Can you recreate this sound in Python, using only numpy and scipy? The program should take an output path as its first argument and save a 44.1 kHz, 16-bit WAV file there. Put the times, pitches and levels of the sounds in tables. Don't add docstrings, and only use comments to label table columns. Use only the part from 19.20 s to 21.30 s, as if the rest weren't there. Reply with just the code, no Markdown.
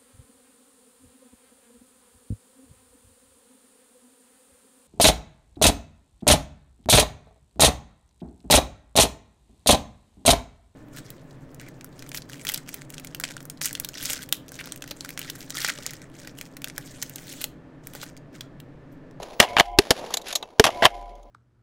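import sys
import numpy as np
from scipy import signal
from scipy.fft import rfft, irfft, next_fast_len
from scipy.io import wavfile
from scipy.ndimage import map_coordinates

SR = 44100
rng = np.random.default_rng(int(sys.argv[2]) if len(sys.argv) > 2 else 0)


def voltage_ratio(level):
    return 10 ** (np.asarray(level, float) / 20)


def persist_wave(psi):
    counts = np.round(np.clip(psi, -1, 1) * 32767).astype(np.int16)
    wavfile.write(sys.argv[1], SR, np.atleast_2d(counts).T)


N = 92610


def unit(x):
    return x / np.sqrt(np.mean(x ** 2) + 1e-20)


def along(points, hz):
    f, v = np.transpose(points)
    return np.interp(np.log(hz + 1), np.log(f + 1), v)


def wobble(knots_per_s):
    return map_coordinates(rng.standard_normal(N // 50), [np.arange(N) * knots_per_s / SR])


def filtered(x, response):
    m = next_fast_len(len(x) + 8192)
    gain = response(np.fft.rfftfreq(m, 1 / SR))
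    gain = gain / np.sqrt(np.mean(abs(gain) ** 2))
    return irfft(rfft(x, m) * gain, m)[:len(x)]


def resonances(peaks):
    def response(hz):
        total = 0
        for k, (centre, width, db) in enumerate(peaks):
            damping = 1j * hz * width
            total = total + (-1) ** k * voltage_ratio(db) * damping / (centre ** 2 - hz ** 2 + damping)
        return total
    return response


def burst(shape, response):
    noise = shape * rng.standard_normal(len(shape))
    return unit(filtered(noise, response)) * np.sqrt(np.mean(shape ** 2))


def add(track, s, sound):
    part = track[round(s * SR):][:len(sound)]
    part += sound[:len(part)]


# f/Hz, density/dB per Hz (relative)
RUSTLE_SPECTRUM = [(900, -18), (1500, -1), (3900, -2.5), (7000, -10), (8300, -22), (10000, -12.5),
                   (15500, -30.5)]
# f/Hz, density/dB per Hz (relative)
HOUSING_SPECTRUM = [(20, -8), (91, -18), (240, -11), (600, -3.5), (1050, -14), (1600, -33), (3000, -89.5)]
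# t/s, level/dB
RUSTLE_LEVELS = [(0, -46.5), (.19, -56.5), (.27, -46.5), (.44, -52), (.57, -70.5), (.6, -49), (.74, -45.5),
                 (.96, -45), (1.03, -61), (1.055, -47.5), (1.09, -37), (1.145, -44.5), (1.2, -61),
                 (1.38, -67), (1.42, -44.5), (1.53, -50.5), (1.61, -45), (1.75, -57), (1.9, -65.5),
                 (2.1, -71.5)]
# t/s, level/dB
RUMBLE_LEVELS = [(0, -37.5), (.18, -45.5), (.33, -40.5), (.45, -58), (.64, -44), (.82, -36.5), (1.03, -45),
                 (1.36, -53), (1.57, -39.5), (1.72, -50), (2.1, -54.5)]
GRAINS_PER_S, GRAIN_MAX_DB, GRAIN_DECAY_S = 130, 16, 0.003
WAVER_KNOTS_PER_S, FLUTTER_DB = 55, 1.5


def rubbing():
    t = np.arange(N) / SR
    sparks = (rng.random(N) < GRAINS_PER_S / SR) * voltage_ratio(GRAIN_MAX_DB * rng.random(N) ** 2)
    grains = 1.6 + np.convolve(sparks, np.exp(-t[:500] / GRAIN_DECAY_S))[:N]
    rustle_noise = grains * rng.standard_normal(N)
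    rumble_noise = np.sqrt(grains) * rng.standard_normal(N)
    rustle = unit(filtered(rustle_noise, lambda hz: voltage_ratio(along(RUSTLE_SPECTRUM, hz))))
    rumble = unit(filtered(rumble_noise, lambda hz: voltage_ratio(along(HOUSING_SPECTRUM, hz))))
    rustle_db = np.interp(t, *np.transpose(RUSTLE_LEVELS)) + FLUTTER_DB * wobble(WAVER_KNOTS_PER_S)
    rumble_db = np.interp(t, *np.transpose(RUMBLE_LEVELS)) + FLUTTER_DB * wobble(WAVER_KNOTS_PER_S)
    return voltage_ratio(rustle_db) * rustle + voltage_ratio(rumble_db) * rumble


# f/Hz, level/dB (re chink), t60/s
BRASS_MODES = [(2640, -25, .09), (3850, 0, .025), (5700, -19, .09), (6440, -17, .08)]
# t/s, level/dB, tilt/dB per octave about 4 kHz
SHELL_CHINKS = [(1.157, -26.5, 17), (1.227, -26, -14)]


def shells():
    out, t = np.zeros(N), np.arange(SR // 6) / SR
    for s, chink_db, tilt_db in SHELL_CHINKS:
        for hz, mode_db, t60 in BRASS_MODES:
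            level_db = chink_db + mode_db + tilt_db * np.log2(hz / 4000) - 60 * t / t60
            add(out, s, voltage_ratio(level_db) * np.sin(2 * np.pi * hz * t))
    return out


MODE_HZ = [39, 100, 361, 583, 705, 802, 993]
# level action open/dB, level action shut/dB (both re stroke), t60/s
MODE_LEVELS = [(-61.5, -34.5, 1.6), (-54.5, -52, 0.63), (-67, -49, 1), (-52, -49, 2.7), (-41, -27.5, 0.75),
               (-51, -32, 0.68), (-46.5, -36.5, 0.84)]
# t/s, action (0 open, 1 shut), time until damped/s, hum level/dB
STROKE_ENDS = [(.24, 0, .13, 18), (.412, 1, 0.2, 5), (1.49, 0, 0.2, 18), (1.667, 1, 2, 2.5)]
# f/Hz, width/Hz, level/dB
SPRING_PEAKS = [(2130, 200, 0), (3200, 450, -4)]
BUZZ_LEVELS = [-46, -54]
BUZZ_T60_S, SWELL_S = 1, 0.068
WAVER_DB, DRIFT_S = 3.2, 1.1e-4


def tube():
    hum, t = np.zeros(N), np.arange(SR // 2) / SR
    spring = resonances(SPRING_PEAKS)

    def waver():
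        return wobble(WAVER_KNOTS_PER_S)[:len(t)]

    for s, shut, damped_s, stroke_db in STROKE_ENDS:
        ringing = t < damped_s
        swell = (1 - np.exp(-t / SWELL_S)) ** 2
        for hz, (open_db, shut_db, t60) in zip(MODE_HZ, MODE_LEVELS):
            level_db = stroke_db + (shut_db if shut else open_db) - 60 * t / t60
            if hz > 50:
                level_db = level_db + WAVER_DB * waver()
            cycles = hz * t + rng.random() + hz * DRIFT_S * waver()
            add(hum, s, ringing * swell * voltage_ratio(level_db) * np.sin(2 * np.pi * cycles))
        buzz = unit(filtered(filtered(rng.standard_normal(len(t)), spring), spring))
        buzz_db = BUZZ_LEVELS[shut] - 60 * t / BUZZ_T60_S + WAVER_DB * waver()
        add(hum, s, ringing * voltage_ratio(buzz_db) * buzz)
    return hum


# f/Hz, width/Hz, level/dB
STEEL_PEAKS = [(1670, 770, 9), (2367, 560, 10), (2743, 566, 14.5), (3260, 1610, 7.5)]
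RISE_S, TAIL_DB, TAIL_T60_S = 0.0006, -28, 0.11
CLACK_REF_DB, THUD_REF_DB, SIZZLE_REF_DB = -9.5, 1, -2
THUD_T60_RATIO, CHATTER_DB, CHATTER_KNOTS_PER_S = 1.46, 1.2, 350
SPOT_SHIFT = 0.04


def contact(out, s, clack_db, thud_db, sizzle_db, t60, hold_s, body, treble):
    t = np.arange(SR // 8) / SR
    late = np.maximum(t - hold_s, 0)
    chatter = voltage_ratio(CHATTER_DB * wobble(CHATTER_KNOTS_PER_S)[:len(t)])
    onset = chatter * (1 - np.exp(-t / RISE_S))
    tail = voltage_ratio(TAIL_DB - 60 * late / TAIL_T60_S)
    shape = onset * (voltage_ratio(-60 * late / t60) + tail)
    thud_shape = onset * (voltage_ratio(-60 * late / (THUD_T60_RATIO * t60)) + tail)
    steel_shift, body_shift = np.exp(SPOT_SHIFT * rng.standard_normal(2))

    def steel_response(hz):
        band = 1 / (1 + 1j * hz / 4000) * hz / (hz - 900j)
        return resonances(STEEL_PEAKS)(steel_shift * hz) * band

    clack = burst(shape, steel_response)
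    thud = burst(thud_shape, lambda hz: body(body_shift * hz) / (1 + 1j * hz / 1500))
    sizzle = burst(shape, lambda hz: treble(steel_shift * hz))
    add(out, s - RISE_S, voltage_ratio(clack_db + CLACK_REF_DB) * clack)
    add(out, s - RISE_S, voltage_ratio(thud_db + THUD_REF_DB) * thud)
    add(out, s - RISE_S, voltage_ratio(sizzle_db + SIZZLE_REF_DB) * sizzle)


PUSH_S = 0.0016


def push(out, s, db):
    t = np.arange(SR // 8) / SR
    add(out, s, -voltage_ratio(db) * (1 - t / PUSH_S) * np.exp(-t / PUSH_S))


# f/Hz, density/dB per Hz (relative)
SIZZLE_SPECTRUM = [(2350, -12), (4000, -1), (5410, -0.5), (8160, -9.5), (10600, -9.5), (14600, -17.5),
                   (16000, -43.5)]


def air(hz):
    return voltage_ratio(along(SIZZLE_SPECTRUM, hz))


# f/Hz, width/Hz, level/dB
RECEIVER_PEAKS = [(692, 215, 7), (1143, 392, 0.5), (345, 233.6, -13.5)]
# f/Hz, width/Hz, level/dB
SNAP_PEAKS = [(3550, 450, 1), (6600, 680, -1.5), (11200, 1700, -11.5)]
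# t/s, clack/dB, thud/dB, sizzle/dB
LIGHT_TICKS = [(0.0292, -28, -37.5, -33), (0.1958, -18, -22.5, -40), (0.2784, -28, -62, -66),
               (0.796, -34, -62, -45.5), (0.838, -35, -32.5, -51.5), (0.8617, -34, -53, -46),
               (0.905, -37.5, -34, -38), (1.084, -36, -43.5, -31.5), (0.9393, -21, -31, -14.5),
               (0.9703, -21.5, -32.5, -19), (1.016, -55.5, -77, -38.5), (1.1266, -29.5, -35, -25),
               (1.1555, -25, -40, -14), (1.1534, -25, -29.5, -15), (1.2262, -26, -33, -39.5),
               (1.4881, -27.5, -21, -41), (1.503, -26, -47, -38), (1.953, -58, -62, -56.5),
               (2.029, -70, -74, -55.5)]
TICK_T60_S, TICK_HOLD_S = 0.028, 0.002


def ticks():
    out = np.zeros(N)
    body, snap = resonances(RECEIVER_PEAKS), resonances(SNAP_PEAKS)
    for s, clack_db, thud_db, sizzle_db in LIGHT_TICKS:
        contact(out, s, clack_db, thud_db, sizzle_db, TICK_T60_S, TICK_HOLD_S, body, snap)
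    return out


# f/Hz, width/Hz, level/dB
BUTT_PEAKS = [(291, 230, -8.5), (649.4, 400, -8.5)]
# t/s, clack/dB, thud/dB, sizzle/dB, t60/s (clack, sizzle), knock f/Hz
HEAVY_JOLTS = [(0.2005, 8.5, -9.5, -3, 0.022, 371), (0.5875, 3, -5, -2.5, 0.016, 443),
               (0.7065, -1, -10.5, -6, 0.03, 645), (1.3971, 7, 0, -3.5, 0.014, 438)]
KNOCK_WIDTH_HZ, JOLT_HOLD_S, JOLT_PUSH_DB = 65, 0.002, 4


def jolts():
    out = np.zeros(N)
    for s, clack_db, thud_db, sizzle_db, t60, knock_hz in HEAVY_JOLTS:
        body = resonances([(knock_hz, KNOCK_WIDTH_HZ, 0)] + list(BUTT_PEAKS))
        contact(out, s, clack_db, thud_db, sizzle_db, t60, JOLT_HOLD_S, body, air)
        push(out, s, thud_db + JOLT_PUSH_DB)
    return out


# t/s, clack/dB, thud/dB, sizzle/dB, t60/s (clack, sizzle)
STEEL_KNOCKS = [(0.2132, -19, -18.5, -18.5, 0.032), (0.2245, -8.5, -18, -22.5, 0.073),
                (0.3673, 0, -11.5, -41.5, 0.011), (0.3746, -5, -23, -26.5, 0.021),
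                (0.384, -3.5, -15.5, -23.5, 0.033), (0.3915, -19, -19.5, -25.5, 0.053),
                (0.398, 7, -12.5, -7.5, 0.018), (0.4062, 2, -7, -16.5, 0.01),
                (1.4405, 0.5, -15.5, -11, 0.035), (1.452, -5.5, -15, -15.5, 0.023),
                (1.465, -6.5, -17.5, -20, 0.053), (1.6229, -6, -14, -36.5, 0.035),
                (1.6305, -8, -14.5, -28, 0.036), (1.6395, 0, -22, -25, 0.015),
                (1.6475, -8.5, -10, -18.5, 0.01), (1.6533, 9.5, -5, -9, 0.023),
                (1.6616, -0.5, -10, -17.5, 0.016)]
KNOCK_HOLD_S, KNOCK_PUSH_DB = 0.0011, -7


def knocks():
    out = np.zeros(N)
    body = resonances(RECEIVER_PEAKS)
    for s, clack_db, thud_db, sizzle_db, t60 in STEEL_KNOCKS:
        contact(out, s, clack_db, thud_db, sizzle_db, t60, KNOCK_HOLD_S, body, air)
        push(out, s, thud_db + KNOCK_PUSH_DB)
    return out


def scene():
    return (rubbing() + shells() + tube() + ticks() + jolts() + knocks())[None]


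def low_pass(x):
    return signal.sosfilt(signal.butter(12, 16530, fs=SR, output="sos"), x)


def record(dry):
    top_hz = 15600
    clipped = dry[0] / (1 + abs(dry[0]) ** 6) ** (1 / 6)
    limited = filtered(clipped, lambda hz: np.where(hz < top_hz, 1., 0))
    mix = limited * np.sqrt(2 * top_hz / SR)
    return low_pass(mix[None])


dry = scene()
out = record(dry)
persist_wave(out)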